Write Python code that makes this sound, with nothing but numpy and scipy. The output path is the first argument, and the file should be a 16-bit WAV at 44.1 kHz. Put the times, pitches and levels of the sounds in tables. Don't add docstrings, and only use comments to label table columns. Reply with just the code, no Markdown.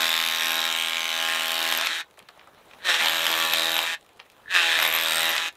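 import sys
import numpy as np
from scipy import signal
from scipy.io import wavfile
from scipy.ndimage import uniform_filter1d

SR = 44100
rng = np.random.default_rng(int(sys.argv[2]) if len(sys.argv) > 2 else 0)


def amplitude_ratio(level_db):
    exponent = np.asarray(level_db, float) / 20
    return 10 ** exponent


def put_to_file(sound):
    columns = np.atleast_2d(sound).T
    safe = np.clip(columns, -1, 1)
    whole_steps = np.round(safe * 32767)
    wavfile.write(sys.argv[1], SR, whole_steps.astype(np.int16))


N = 245195

# (centre [Hz], width [Hz], level [dB], extra fade at low speed [dB per dB])
HOUSING_MODES = [(1720, 420, 1, 0), (2550, 650, -3.5, .6), (3650, 600, 1.5, .6)]
# (frequency [Hz], level [dB per Hz])
BLOW_COLOUR = [(80, -106), (300, -17), (800, 7.5), (1500, 4), (3300, 9), (3950, 6), (4500, 1), (9500, -7),
               (11200, -4.5), (14500, -5.5), (16000, -12.5)]
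# (frequency [Hz], level [dB], decay time T60 [s])
BIT_MODES = [(12850, -1, .019), (12550, -4, .016), (12150, -9, .014), (11200, -6, .018), (14300, -7, .012),
             (8000, -12, .009)]


def evened(x):
    return x / np.sqrt(np.mean(x ** 2) + 1e-20)


def colour(x, points):
    f, db = np.transpose(points)
    hz = abs(np.fft.fftfreq(4096, 1 / SR))
    log_gain = np.log(amplitude_ratio(np.interp(np.log(hz + 1), np.log(f + 1), db)))
    taps = np.fft.ifft(np.exp(np.conj(signal.hilbert(log_gain)))).real[:2048]
    return signal.oaconvolve(x, taps)[:len(x)]


def band(x, lo_hz, hi_hz):
    return signal.sosfilt(signal.butter(2, [lo_hz, hi_hz], "band", fs=SR, output="sos"), x)


def split(low, high):
    lower, upper = (signal.butter(4, 4500, kind, fs=SR, output="sos") for kind in ("low", "high"))
    return signal.sosfilt(lower, low) + signal.sosfilt(upper, high)


def resonate(x, hz, width):
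    turn = np.exp(2j * np.pi * np.cumsum(hz) / SR)
    r = np.exp(-np.pi * width / SR)
    return 2 * (turn * signal.lfilter([1 - r], [1, -r], x / turn)).real


def wander(count, size, span):
    noise = rng.standard_normal((count, size))
    return evened(uniform_filter1d(uniform_filter1d(noise, span), span))


def add(mix, at, sound):
    part = mix[at:at + len(sound)]
    part += sound[:len(part)]


def beats(turns, count, jitter):
    at = np.flatnonzero(np.diff(np.floor(turns * count)) > 0)
    return np.clip(at + jitter * SR * rng.standard_normal(len(at)), 0, N - 1).astype(int)


def knocks(at, t60, fresh, spread_db, drift, spike):
    t, out = np.arange(900) / SR, np.zeros(N)
    shapes = wander(len(t), len(at), drift).T
    shapes = np.sqrt(1 - fresh) * shapes + np.sqrt(fresh) * rng.standard_normal(shapes.shape)
    shapes[:, 28] -= spike
    sizes = amplitude_ratio(spread_db * rng.standard_normal(len(at)))
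    envelope = amplitude_ratio(-60 * t / t60) * np.minimum(t / .0008, 1)
    for i, size, shape in zip(at, sizes, shapes):
        add(out, i, size * shape * envelope)
    return evened(out)


def hammer():
    # (time [s], push [dB], blow share [dB], freedom of the bit to sing [dB])
    grip = [
        [(0.0, 4.5, -2.5, 10), (.1, 1.5, -2, 8.5), (.28, -0.5, 0.5, 11.5), (.35, 0, -2.5, 8),
         (.54, 2, -2.5, 12), (.82, -2, -2, -7), (1.07, -2.5, -6, -2), (1.17, -1, -5.5, 7), (1.3, 1.5, -2, 0),
         (1.5, 0, -1.5, -12), (1.74, 1.8, 2, -3), (1.83, 1, -8, 0), (1.95, 1.9, -6, 0)],
        [(2.82, -1.5, 0, 4), (2.842, -4.5, 0, 0), (2.853, 0, 0, 0), (2.88, -4.5, 0, 0), (2.89, 3, 0, 0),
         (2.92, 1, 0, 0), (2.98, -2.5, 0, 0), (3.01, 2.5, 0, 0), (3.1, 1.4, -5, 11), (3.44, 2.8, 0.5, 9),
         (3.5, 0.5, -2, 8), (3.545, 4.5, 0, 5), (3.58, 2.5, 3.5, 4), (3.79, 1, -9, 13), (3.82, -0.1, -5, 4)],
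        [(4.48, -1, 4, 0), (4.51, 3, -3, 0), (4.535, -3, 0, 0), (4.55, 0, 3, 0), (4.6, -1, -2, 0),
         (4.7, -0.5, 8, 0), (4.78, 0, -1, 4), (4.83, 3.5, -1, 14), (4.92, -0.5, -2, 9), (4.954, 3, -3, 5),
         (4.985, 0.5, -2.5, 9), (5.19, 3.4, 2.5, 9), (5.31, 3.5, -6, 12), (5.33, 1.7, -1, -6)],
    ]
    t = np.arange(N) / SR
    free, speed_db, load_db, contact_db, lag, loose = trigger(t)
    turns = 82.03 * t - lag
    s, *columns = np.transpose(np.concatenate(grip))
    push_db, share_db, sing_db = (np.interp(t, s, c) for c in columns)
    at = beats(turns, count=1, jitter=.00003)
    seated = contact_db > -6

    clear_db, damp_db = 3.5 * free, -5.5 * (1 - free) * seated
    out = rattle(turns, speed_db + load_db + push_db - 3.5, clear_db, damp_db)
    out = out * amplitude_ratio(-3 * np.maximum(seated, free / 2) * np.sin(np.pi * (turns - .2)) ** 2)

    parts = amplitude_ratio(-25.5 + contact_db + share_db) * blows(at, t)
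    parts = parts + amplitude_ratio(-49.5 + 1.5 * contact_db + sing_db) * bit_ring(at)
    shudder_db = -34.5 - 4.5 * free + .58 * (contact_db + 17 * free) + push_db
    parts = parts + amplitude_ratio(shudder_db) * shudder(turns, loose)
    return out + amplitude_ratio(1.4 * speed_db) * parts


def trigger(t):
    # (motor at full speed [s], bit bites [s], bit slips off [s], motor stops [s])
    bursts = [
        (-.5, -.3, 1.78, 2.005),
        (2.872, 3.005, 3.835, 3.939),
        (4.548, 4.78, 5.3, 5.478),
    ]
    crank = [
        (.465, 0, .1, .2),
        (.875, .02, 1, .55),
        (.775, .225, .12, .33),
    ]
    burst_rattle = [-23.5, -23, -23]
    full, bite, slip, stop = np.transpose(bursts)
    which = np.searchsorted((stop[:-1] + full[1:]) / 2, t)
    full, bite, slip, stop = (t - s[which] for s in (full, bite, slip, stop))
    phase, stall, free, seated = np.transpose(crank)[:, which]
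    bitten = np.clip(bite / .0105, 0, 1)
    off = np.maximum(slip, 0)

    spin_up_db_per_s, brake_db_per_s2 = 361, 26000
    speed_db = spin_up_db_per_s * np.minimum(full, 0) - brake_db_per_s2 * np.clip(stop, 0, 1) ** 2
    load_db = np.take(burst_rattle, which) + 4 * np.exp(-abs(full) / .23)
    load_db = load_db + 3.5 * (1 - bitten) - 20 * off
    contact_db = -17 * (1 - bitten) + np.maximum(-179 * off, -26)

    race_turns, race_s, stall_s, coast_turns_per_s = .47, .056, .07, .9
    race = np.minimum(race_turns * np.exp(-np.maximum(full, -1) / race_s), 2 * race_turns)
    lag = phase + race + stall * (1 - np.exp(-np.maximum(bite, 0) / stall_s)) - coast_turns_per_s * off
    settling = np.maximum(1 - bite / .09, seated)
    loose = np.where((slip > 0) | (full < 0), 1, np.where(bite < 0, free, settling))
    lag, loose = (uniform_filter1d(x, size=1200) for x in (lag, loose))
    return 1 - bitten, speed_db, load_db, contact_db, lag, loose


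def blows(at, t):
    # (time [s], lower ring [Hz],
    # upper ring [Hz], top ring [Hz], lower level [dB], upper level [dB], top level [dB])
    seat_rings = [
        [(0, 2120, 3780, 7860, -21, 9.5, 4), (.13, 1980, 3620, 7800, -9, 11, 9),
         (.22, 1930, 3570, 6300, -9, 9.5, -13), (.42, 2070, 3870, 5430, -3, 8, 14),
         (.68, 2280, 3720, 5500, -1, 9, 11), (.76, 2100, 3250, 8200, 0, 7, 11),
         (.88, 2230, 3420, 8270, 1, 5.5, 12), (1.0, 2130, 3500, 6240, 5, 9.5, 11),
         (1.22, 2160, 3240, 6050, -1, 11, 10), (1.3, 2100, 3180, 8400, -5, 1, 8),
         (1.45, 2240, 3160, 8300, 0, 2, 6), (1.52, 3200, 3650, 6000, -21, 6, -8),
         (1.78, 3200, 3700, 7800, -19, 0.5, -10)],
        [(3.0, 2470, 3630, 6030, 3, -13, -3), (3.08, 2450, 3530, 6170, 7, 1, -12),
         (3.19, 2330, 3800, 6840, -1, -5, 0), (3.32, 2200, 3620, 7850, -4.5, -5, -6),
         (3.6, 2330, 3940, 7900, -12, -0.5, 11), (3.75, 2140, 3750, 6200, -6, 3.5, -14),
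         (3.9, 2300, 3630, 6240, 14, -21, -7)],
        [(4.78, 2420, 3600, 6300, 8.5, -13, -6), (4.84, 2420, 3630, 5900, 3, 1, -10),
         (4.99, 2300, 3800, 7900, 2.5, 0, 6), (5.06, 2460, 3820, 7900, -8, 9, 12),
         (5.2, 2300, 3750, 8350, -21, -10, 12), (5.3, 2350, 3480, 6160, 2, -2, -2),
         (5.4, 2300, 3440, 5900, -12, -1, -2)],
    ]
    drive = knocks(at, t60=.011, fresh=.09, spread_db=.7, drift=26, spike=-10)
    drive[58:] += .2 * drive[:-58]
    splash = knocks(at, t60=.019, fresh=.35, spread_db=2.5, drift=14, spike=6)
    s, *columns = np.transpose(np.concatenate(seat_rings))
    low_hz, high_hz, top_hz, low_db, high_db, top_db = (np.interp(t, s, c) for c in columns)
    lower = amplitude_ratio(low_db) * evened(resonate(drive, low_hz, width=420))
    upper = amplitude_ratio(high_db) * evened(resonate(drive, high_hz, width=520))
    top = amplitude_ratio(top_db - 19) * evened(band(resonate(drive, top_hz, width=350), 4500, 10000))
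    knock = evened(colour(split(drive, 1.6 * splash), BLOW_COLOUR))
    return evened(knock + amplitude_ratio(-1) * band(lower - upper, 1400, 4600) + top)


def rattle(turns, level_db, clear_db, damp_db):
    # (frequency [Hz], level [dB per Hz])
    clatter_colour = [(80, -105), (250, -11), (500, -11), (750, -4.5), (1100, 0), (2600, 4.5), (3900, 0),
                      (4500, -8), (8000, -8.5), (11000, -18), (12800, -14), (16000, -32)]
    slack_db = np.minimum(level_db + 29, 0)
    at = beats(turns, count=2, jitter=.00007)

    def slaps():
        ring = knocks(at, t60=.015, fresh=.3, spread_db=1.5, drift=20, spike=4)
        return ring + amplitude_ratio(-4.5) * rng.standard_normal(N)

    inner, outer = slaps(), slaps()
    hiss = evened(outer + amplitude_ratio(2) * rng.standard_normal(N))
    hiss = hiss * amplitude_ratio(-1 + .27 * np.minimum(level_db + 31.5, 0))
    outer = split(evened(outer), hiss)
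    modes = np.zeros(N)
    for hz, w, db, fade in HOUSING_MODES:
        mode = band(band(inner, hz - w / 2, hz + w / 2), hz - w, hz + w)
        modes += amplitude_ratio(db + fade * slack_db + (fade == 0) * damp_db) * evened(mode)
    clatter = amplitude_ratio(-2.5 - clear_db / 2 + .9 * slack_db) * evened(colour(outer, clatter_colour))
    return amplitude_ratio(level_db) * (amplitude_ratio(clear_db / 2 - 9.5) * modes + clatter)


def shudder(turns, loose):
    # (multiple of the crank rate, held lightly [dB], leaned on [dB], running free [dB])
    multiples = [(1, -29.5, -28, -24.5), (2, -23, -17, -23), (3, -3.5, -13.5, -20.5), (4, -3.5, -7, -7),
                 (5, -3.5, -11.5, -7), (6, -41, -10.5, -5), (7, 0, -2, -4.5), (8, 2.5, -3, -3),
                 (9, -4, -7, -22), (10, 4.5, -0.5, 1.5), (11, 3, -2, -24), (12, -44, -2, -18),
                 (13, 9, -2.5, -5), (14, -29, -3, -24), (15, 4.5, -3, -26), (16, -54, -26, -31),
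                 (17, 5, -2, -25), (18, -45, -23, -20), (19, 6, 0, -33), (20, 8.5, -38, -23),
                 (21, -3, 1.5, -14)]
    # (from [s], to [s], column of the multiples)
    spells = [
        (0, 2.4, 1),
        (2.4, 3.0, 3),
        (3.0, 4.2, 2),
        (4.2, 4.78, 3),
        (4.78, 5.6, 2),
    ]
    out, t = np.zeros(N), np.arange(N) / SR
    for start, end, column in spells:
        k, db = np.transpose(multiples)[[0, column], :, None]
        k = np.round(k)
        now = (t >= start) & (t < end)
        slow = wander(2 * len(k), now.sum() // 20 + 1, span=90)
        slow = np.repeat(slow, 20, axis=1)[:, :now.sum()]
        lag = .07 * k + .09 * rng.standard_normal(k.shape) + .28 * loose[now] * slow[1::2]
        swell_db = 3.5 * loose[now] * slow[::2]
        waves = amplitude_ratio(db + swell_db) * np.cos(2 * np.pi * (k * turns[now] - lag))
        out[now] = evened(waves.sum(0))
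    return out


def bit_ring(at):
    t, out = np.arange(1500) / SR, np.zeros(N)
    for hz, db, t60 in BIT_MODES:
        swell_db = 2 * wander(1, len(at), span=9)[0] + 3.5 * rng.standard_normal(len(at))
        sizes = amplitude_ratio(db + swell_db)
        tunes = 1 + .003 * wander(1, len(at), span=12)[0] + .003 * rng.standard_normal(len(at))
        fade = amplitude_ratio(-60 * t / t60) * np.minimum(t / .0012, 1) ** 2
        for i, size, tune in zip(at, sizes, tunes):
            add(out, i, size * fade * np.sin(2 * np.pi * hz * tune * t))
    return evened(out)


def sings():
    # (time [s], peak level [dB])
    free_rings = [(0.0548, -31), (0.0797, -30), (0.0922, -23), (0.1765, -31), (0.189, -27), (0.5053, -32),
                  (0.5551, -23), (1.481, -34), (1.6033, -30), (1.7005, -31), (1.7125, -24), (1.7604, -30),
                  (1.7739, -16.5), (1.8098, -28), (1.8477, -30), (1.8592, -25), (2.9976, -35),
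                  (3.0579, -32), (3.0719, -30), (3.2545, -26), (3.3029, -31), (3.3154, -26), (3.3767, -29),
                  (3.4002, -21), (3.5229, -26), (3.5349, -18), (3.693, -26), (3.717, -29), (3.7414, -20),
                  (3.7793, -23), (3.7904, -27), (3.8312, -28), (3.8674, -35), (4.7646, -37), (4.778, -29),
                  (4.7905, -29), (4.8145, -27), (4.8269, -21), (4.8509, -29), (4.8758, -21), (4.888, -22),
                  (4.9252, -26), (4.9377, -14), (4.9496, -14), (4.962, -16), (4.998, -27), (5.01, -24),
                  (5.0828, -29), (5.254, -32), (5.2924, -18), (5.3044, -20), (5.3527, -27), (5.3644, -33)]
    out, t = np.zeros(N), np.arange(1500) / SR
    fade = amplitude_ratio(.5 - 60 * t / .022) * np.minimum(t / .0012, 1)
    for (s, db), (tune, side) in zip(free_rings, rng.standard_normal((len(free_rings), 2))):
        hz = BIT_MODES[0][0] * (1 + .004 * tune)
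        tone = np.sin(2 * np.pi * hz * t) + .35 * np.sin(2 * np.pi * (hz + 250 * side) * t)
        add(out, round(s * SR), amplitude_ratio(db) * fade * tone)
    return out


def cracks():
    # (time [s], peak level [dB])
    cracking_blows = [(1.723, -10.5), (1.785, -17), (1.811, -13.5), (1.861, -20), (1.8697, -10),
                      (2.884, -25), (2.9422, -12), (2.9484, -17), (3.044, -15), (3.058, -10), (3.068, -15),
                      (3.082, -15), (3.266, -10.5), (3.5353, -10), (3.7648, -12.5), (3.7896, -11),
                      (4.5434, -18), (4.5497, -31), (4.5604, -30), (4.629, -15), (4.7876, -21),
                      (4.799, -12), (4.8231, -11), (4.849, -11), (4.861, -17), (5.364, -14), (5.379, -13)]
    out, i = np.zeros(N), np.arange(600)
    fade = amplitude_ratio(-60 * i / SR / .012) * np.minimum(i / 40, 1) ** 2
    for s, db in cracking_blows:
        snap = rng.standard_normal(600) * fade - 2 * (i == 40)
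        add(out, round(s * SR), amplitude_ratio(db - 13.5) * evened(band(colour(snap, BLOW_COLOUR), 500, 7500)))
    return out


def thumps():
    # (time [s], peak level [dB])
    heavy_blows = [(1.811, -17), (1.868, -16), (3.009, -11), (3.02, -16), (3.043, -14), (3.056, -18),
                   (3.07, -28), (3.081, -30), (3.117, -7), (3.131, -28), (3.265, -18), (3.3, -14),
                   (3.534, -16), (3.545, -18), (3.558, -14), (3.763, -16), (3.789, -9), (3.801, -10),
                   (3.827, -17), (3.837, -16), (4.789, -18), (4.799, -11), (4.812, -17), (4.824, -14),
                   (4.836, -10), (4.849, -9), (4.86, -15), (4.884, -16), (4.896, -11), (4.922, -19),
                   (4.947, -15), (5.301, -17), (5.311, -18), (5.364, -18), (5.377, -37)]
    slab_hz, t60_s, top_db = 950, .018, -18
    out, t = np.zeros(N), np.arange(1200) / SR
    for (s, db), noise in zip(heavy_blows, rng.standard_normal((len(heavy_blows), len(t)))):
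        noise = noise * amplitude_ratio(-60 * t / t60_s) - 8 * (t == t[20])
        knock = band(band(noise, slab_hz / 2, slab_hz * 2), 450, 3000)
        add(out, round(s * SR), amplitude_ratio(min(db, top_db) - 4) * knock / abs(knock).max())
    return out


def catches():
    # (time [s], peak level [dB])
    lone_slaps = [
        (2.006, -34),
        (3.941, -22),
        (3.953, -41),
        (4.458, -35),
        (4.4802, -27),
    ]
    out, t = np.zeros(N), np.arange(1500) / SR
    tone = np.minimum(t / .0013, 1) * np.sin(2 * np.pi * HOUSING_MODES[0][0] * t)
    for s, db in lone_slaps:
        add(out, round(s * SR), amplitude_ratio(db - 60 * t / .026) * tone)
    return out


def chips():
    # (time [s], peak level [dB], centre [Hz], bright part [dB])
    falls = [(2.174, -43, 1510, -12), (2.18, -44.5, 690, -7), (2.191, -32.5, 4070, -3),
             (2.2, -40, 1640, -18), (2.225, -42.5, 3210, -2), (2.245, -49, 1080, -23),
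             (2.287, -30.5, 3200, -14), (2.289, -38, 810, -14), (2.36, -45, 748, -17),
             (2.375, -43, 597.4, -13), (2.394, -38, 2220, -32), (2.412, -41, 1290, -28),
             (2.431, -47, 1100, -26), (2.473, -39, 815, -15), (2.58, -47, 1310, -21),
             (2.683, -55, 697, -12), (2.703, -49, 1700, -6), (2.711, -38, 1780, -47),
             (2.734, -37, 1900, -16), (2.749, -51, 2500, -2), (4.046, -51, 1500, -3), (4.171, -50, 594, -4),
             (4.194, -36.5, 1500, -18), (4.2, -36, 970, -25), (4.1996, -30.5, 2640, -25),
             (4.214, -52, 3180, -26), (4.263, -49, 1230, -7), (4.3, -43.5, 2950, -4), (4.318, -51, 3900, 6),
             (5.526, -48, 3000, 2), (2.11, -50, 2500, 0), (2.33, -56, 2500, -4), (2.564, -55, 3600, -12),
             (2.588, -51, 3500, -14), (2.666, -57, 3500, -2), (2.771, -54, 3500, -7),
             (2.791, -48, 2800, -10), (4.01, -48, 3500, 1), (4.027, -51, 3800, 1), (4.063, -49, 3500, 0),
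             (4.091, -49, 2500, -2), (4.132, -59, 3500, 7), (4.228, -45, 3700, -20), (4.381, -59, 3500, -1),
             (4.398, -58, 3500, -6), (5.553, -44, 3000, -2)]
    out, t = np.zeros(N), np.arange(3000) / SR
    when, size, pitch, shine = rng.random((200, 4)).T
    grit_s = np.cumsum(.5 + when) / 16
    grit = np.c_[grit_s, -57 + 4 * (2 * size - 1), 600 * 3 ** pitch, -18 * shine]
    noise = rng.standard_normal((230, 2, len(t)))
    snap = 1 + amplitude_ratio(-4) * np.exp(-t / .0028)
    for (s, db, hz, bright_db), (dull, bright) in zip([*falls, *grit[grit_s < N / SR]], noise):
        t60 = .077 * (1000 / hz)
        tap = evened(band(band(dull, hz / 1.73, min(hz * 1.68, 4200)), 250, 5000)) * amplitude_ratio(-60 * t / t60)
        tick = evened(band(bright, 4500, 11500)) * amplitude_ratio(bright_db - 60 * t / (.4 * t60))
        add(out, round(s * SR), amplitude_ratio(db - 8) * snap * (tap + tick))
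    return out


def trunks(x):
    t = np.arange(SR // 3) / SR
    sparse = rng.standard_normal(len(t)) * (rng.random(len(t)) < .05)
    tail = band(sparse, 356, 6300) * amplitude_ratio(-60 * t / .11) * (t > .008)
    tail *= amplitude_ratio(-17.5) / np.linalg.norm(tail)
    tail[[0, 70]] = 1, .12
    return signal.oaconvolve(x, tail)[:N]


def woods():
    # (frequency [Hz], level [dB per Hz])
    leaf_colour = [(15, -25), (30, -8), (90, -2.5), (250, -3.5), (450, 1), (1000, -0.5), (2000, -9),
                   (3900, -9), (4600, -19), (9000, -22.5), (16000, -22)]
    # (time [s], level [dB])
    rustle = [
        (0.0, -52),
        (1.2, -65.5),
        (2.05, -60.5),
        (2.41, -59),
        (2.78, -54),
        (3.99, -59.5),
        (4.26, -59.5),
        (4.45, -57),
        (5.5, -58.5),
    ]
    z = signal.stft(rng.standard_normal(N), SR, nperseg=512)[2]
    patches = uniform_filter1d(uniform_filter1d(rng.standard_normal(z.shape), 10, 0), 8, 1)
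    air = signal.istft(z * amplitude_ratio(2 * evened(patches)), SR, nperseg=512)[1][:N]
    crackle = amplitude_ratio(8 * np.minimum(rng.exponential(1, N), 3.5))
    crackle = crackle * (rng.random(N) < 300 / SR) * rng.choice([-1, 1], N)
    s, db = np.transpose(rustle)
    level = amplitude_ratio(np.interp(np.arange(N) / SR, s, db) + 1.5)
    return level * evened(colour(evened(air) + .35 * evened(crackle), leaf_colour))


def scene():
    near = hammer() + catches() + sings() + thumps() + cracks() + chips()
    return (trunks(near) + woods())[None]


def roll_off(x):
    return signal.sosfilt(signal.butter(12, 16500, fs=SR, output="sos"), x)


def record(dry):
    edge = signal.firwin(301, 15700, window=("kaiser", 8), fs=SR)
    return roll_off(signal.oaconvolve(dry, edge[None], "same"))


dry = scene()
out = record(dry)
put_to_file(out)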